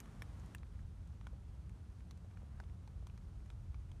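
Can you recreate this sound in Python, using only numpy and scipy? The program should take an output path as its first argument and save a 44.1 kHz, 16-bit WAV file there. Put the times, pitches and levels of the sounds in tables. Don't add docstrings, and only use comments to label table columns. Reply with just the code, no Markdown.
import sys
import numpy as np
from scipy import signal
from scipy.fft import rfft, irfft
from scipy.io import wavfile
from scipy.ndimage import uniform_filter1d

SR = 44100
rng = np.random.default_rng(int(sys.argv[2]) if len(sys.argv) > 2 else 0)


def master_out(mix):
    frames = np.transpose(np.atleast_2d(mix))
    ceiling = np.clip(frames, -1, 1)
    pcm = np.round(ceiling * 32767).astype(np.int16)
    wavfile.write(sys.argv[1], SR, pcm)


N = 4 * SR


def undb(db):
    return 10 ** (np.asarray(db) / 20)


def unit(x):
    return x / np.sqrt(np.mean(x ** 2))


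def colour(x, spectrum):
    hz, db = np.array(spectrum, float).T
    bin_hz = np.maximum(np.arange(N // 2 + 1) * SR / N, 1)
    gain = unit(undb(np.interp(np.log(bin_hz), np.log(hz), db)))
    cepstrum = irfft(np.log(gain), N)
    cepstrum[1:N // 2] *= 2
    cepstrum[N // 2 + 1:] = 0
    return irfft(rfft(x) * np.exp(rfft(cepstrum)), N)


def shaped_noise(t, spectrum, levels):
    level_db = np.interp(t, *np.array(levels).T)
    return undb(level_db) * unit(colour(rng.standard_normal(N), spectrum))


def wander(rate_hz):
    hold = int(SR / rate_hz)
    steps = np.repeat(rng.standard_normal(N // hold + 1), hold)
    return unit(uniform_filter1d(steps, hold)[:N])


# frequency in Hz, relative density in dB.
RUMBLE_SPECTRUM = [(15, -57), (25, -29.5), (33, -10.5), (42, -3), (54, 0.5), (80, -1), (105, -6.5),
                   (130, -9), (160, -19), (240, -31.5), (400, -37.5), (800, -54.5), (3000, -87)]
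TONGUE_SPECTRUM = [(60, -24), (130, -5.5), (180, 3.5), (240, -9.5), (340, -15), (600, -28), (3000, -64)]
# time in seconds, level in dB.
RUMBLE_ENVELOPE = [(0, -57.5), (.2, -50.5), (.35, -49.5), (.6, -49), (1.2, -50), (1.8, -50), (2.05, -51.5),
                   (2.6, -50), (3.3, -47.5), (4, -48)]
TONGUE_ENVELOPE = [(0, -60), (.5, -58.5), (.65, -65), (2.5, -63), (4, -67.5)]


def flames(t):
    rumble = shaped_noise(t, RUMBLE_SPECTRUM, RUMBLE_ENVELOPE)
    tongues = shaped_noise(t, TONGUE_SPECTRUM, TONGUE_ENVELOPE)
    return rumble + tongues


# frequency in Hz, relative density in dB.
HISS_SPECTRUM = [(100, -2.5), (200, 11), (400, 3), (700, 2), (1300, -1), (1900, -7.5), (3000, -10),
                 (5000, -13.5), (6200, -13.5), (7500, -16), (9600, -15), (10500, -23), (12000, -19),
                 (13000, -46.5), (16000, -39)]
# time in seconds, level in dB.
HISS_ENVELOPE = [(0, -67), (.25, -66.5), (.54, -66.5), (.58, -70.5), (1.1, -70.5), (2, -70.5), (2.5, -70.5),
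                 (2.8, -71), (4, -70.5)]


def hiss(t, flicker_hz=58.9, flicker_db=.5):
    flicker = undb(flicker_db * wander(flicker_hz))
    return flicker * shaped_noise(t, HISS_SPECTRUM, HISS_ENVELOPE)


# frequency in Hz, relative density in dB.
MIDRANGE_SPECTRUM = [(250, -20), (700, 1.5), (1300, 0.5), (2000, -5), (3000, -16.5), (8000, -31)]
# time in seconds, level in dB.
MIDRANGE_ENVELOPE = [(0, -71), (.3, -73), (.53, -72), (.585, -87), (2.3, -93), (2.55, -74.5), (2.7, -90),
                     (4, -91.5)]


def midrange_rush(t):
    return shaped_noise(t, MIDRANGE_SPECTRUM, MIDRANGE_ENVELOPE)


def ring(age_s, hz, decay_cycles, attack_cycles=.2):
    cycles = age_s * hz
    envelope = (1 - np.exp(-cycles / attack_cycles)) * np.exp(-cycles / decay_cycles)
    return np.sin(2 * np.pi * cycles) * envelope


# frequency in Hz, relative gain in dB.
SNAP_SPECTRUM = [(200, -2), (700, -3), (2200, 0), (2900, -7.5), (4000, -9.5), (5000, -10.5), (6000, -6),
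                 (8500, -7), (11000, -7.5), (15000, -9.5)]


def steam_bursts(rows, size=1500):
    snap_decay_s = .00047
    scatter_db, scatter_decay_s = -7, .005
    echo_db, echo_decay_s = -6.5, .0023
    age_s = np.arange(size) / SR
    envelope = np.exp(-age_s / snap_decay_s) + undb(scatter_db) * np.exp(-age_s / scatter_decay_s)
    envelope_rms = np.sqrt(np.mean(envelope ** 2))
    bodies, snaps = np.zeros((2, N + size))
    for start_s, snap_db, cutoff_hz, rings in rows:
        span = int(start_s * SR) + np.arange(size)
        snap_noise, echo_noise = rng.standard_normal((2, size))
        body = sum(undb(db) * ring(age_s, hz, cycles) for hz, cycles, db in rings)
        pile_response = unit(echo_noise * np.sqrt(age_s) * np.exp(-age_s / echo_decay_s)) / np.sqrt(size)
        echoes = signal.fftconvolve(body, pile_response)[:size]
        bodies[span] += body + undb(echo_db) * echoes
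        snap = undb(snap_db) * envelope_rms * unit(snap_noise * envelope)
        snaps[span] += signal.lfilter(*signal.butter(2, cutoff_hz, fs=SR), snap)
    return bodies[:N] + colour(snaps[:N], SNAP_SPECTRUM)


# pitch in Hz, decay in cycles, gain in dB.
STEAM_POCKETS = [(.0026, -46.5, 19000, [(1510, .8, -51), (6940, 5, -55)]),
                 (.0578, -60, 9000, [(1520, .8, -50), (6150, 4.6, -59)]),
                 (.2211, -50, 14100, [(1160, 1.3, -46), (1780, 2.1, -42.5), (2300, 2.9, -40),
                 (3320, 1.6, -41), (5460, 4, -46)]), (.398, -61, 8000, [(2420, 1, -61), (6600, 5, -62)]),
                 (.461, -61.5, 11000, [(8950, 5, -65)]), (.5488, -50.5, 15000, [(930, .6, -48),
                 (1760, 1.3, -34.5), (2540, 3.6, -47), (5780, 11, -58), (8260, 4.2, -45.5)]),
                 (.5831, -58, 6000, [(3830, 2.4, -59)]), (.6325, -58, 4000, [(1320, 0.88, -54),
                 (3300, 2, -60)]), (.7921, -76, 4000, [(1590, 1.4, -53.5)]),
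                 (1.075, -61, 7000, [(7500, 2, -59)]), (1.2116, -56, 4500, [(1100, 1.3, -49.5),
                 (2220, 3.7, -66), (3660, 4.5, -60)]), (1.2695, -54.5, 9200, [(1070, 1.1, -45.5),
                 (1400, 1.3, -43.5), (2250, 5.7, -58), (3110, 1.6, -52)]),
                 (1.695, -60, 8500, [(2300, 1.1, -61), (5100, 4.6, -75)]),
                 (2.0063, -65, 4000, [(1890, 0.86, -51)]), (2.1103, -54.5, 9800, [(1100, 1.8, -51),
                 (4160, 1.8, -45), (5600, 2.9, -53)]), (2.175, -60, 7500, [(6040, 3, -67)]),
                 (2.3116, -63, 4000, [(1490, 1.2, -58), (2250, 5, -66)]),
                 (2.3725, -56.5, 5000, [(1430, 3.6, -56.5), (2200, 2.6, -56.5)]),
                 (2.6012, -56.5, 8400, [(900, 0.75, -40.5), (1450, 2.2, -43.5), (1900, 4.2, -62),
                 (4400, 1.8, -48)]), (2.6384, -62, 4500, [(1400, 1, -60), (3400, 2.5, -62)]),
                 (2.6978, -65, 4000, [(2590, 1.5, -61)]), (2.8760, -56, 6030, [(880, 3.5, -54.5),
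                 (2440, 0.91, -63), (4140, 1.7, -51)]), (3.0699, -56.5, 11000, [(1120, 0.73, -45),
                 (2280, 3, -57), (3350, 0.96, -45), (6010, 7.8, -56.5)]),
                 (3.0985, -60.5, 3500, [(1300, .6, -55), (2560, 2, -54.5)]),
                 (3.1772, -55, 5900, [(1190, .7, -51), (4200, 4.5, -69)]),
                 (3.460, -62, 7000, [(1800, 1.4, -56)]), (3.5026, -58.5, 8000, [(1360, 0.61, -45),
                 (2350, 1.7, -51), (3230, 1.6, -49)]), (3.7445, -56.5, 4470, [(1200, 0.76, -48),
                 (2250, 3, -60)]), (3.9165, -57, 7250, [(1000, 1.6, -55.5), (3230, 3.5, -57.5)])]


def pops():
    return steam_bursts(STEAM_POCKETS)


def crackle(rate_per_s=45, centre_hz=1460, range_octaves=5.2):
    snap_db, ring_db, spread_db = -80, -78, 4
    cutoff_hz, decay_cycles = 4860, 1
    rows = []
    for when, pitch, rank in rng.random((int(rate_per_s * N / SR), 3)):
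        boost_db = -spread_db * np.log(max(rank, .04))
        hz = centre_hz * 2 ** (range_octaves * (pitch - .5))
        rings = [(hz, decay_cycles, ring_db + boost_db)]
        rows.append((when * N / SR, snap_db + boost_db, cutoff_hz, rings))
    return steam_bursts(rows)


# start in seconds, pitch in Hz, decay in cycles, gain in dB.
PILE_KNOCKS = [(1.329, 523, 3.1, -55), (2.2469, 576, 0.71, -48), (2.4205, 686, 0.29, -41.5),
               (2.4308, 540, 1.1, -51.5), (2.6085, 655, 0.22, -39), (2.6335, 696, .6, -49.5),
               (3.026, 595, 0.41, -45.5)]


def knocks(size=1500):
    track = np.zeros(N)
    age_s = np.arange(size) / SR
    for start_s, hz, decay_cycles, db in PILE_KNOCKS:
        first = int(start_s * SR)
        track[first:first + size] += undb(db) * ring(age_s, hz, decay_cycles)
    return track


def scene():
    t = np.arange(N) / SR
    return (flames(t) + hiss(t) + midrange_rush(t) + pops() + crackle() + knocks())[None]


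def record(dry):
    return signal.sosfilt(signal.ellip(8, .2, 70, 15000, fs=SR, output="sos"), dry)


dry = scene()
out = record(dry)
master_out(out)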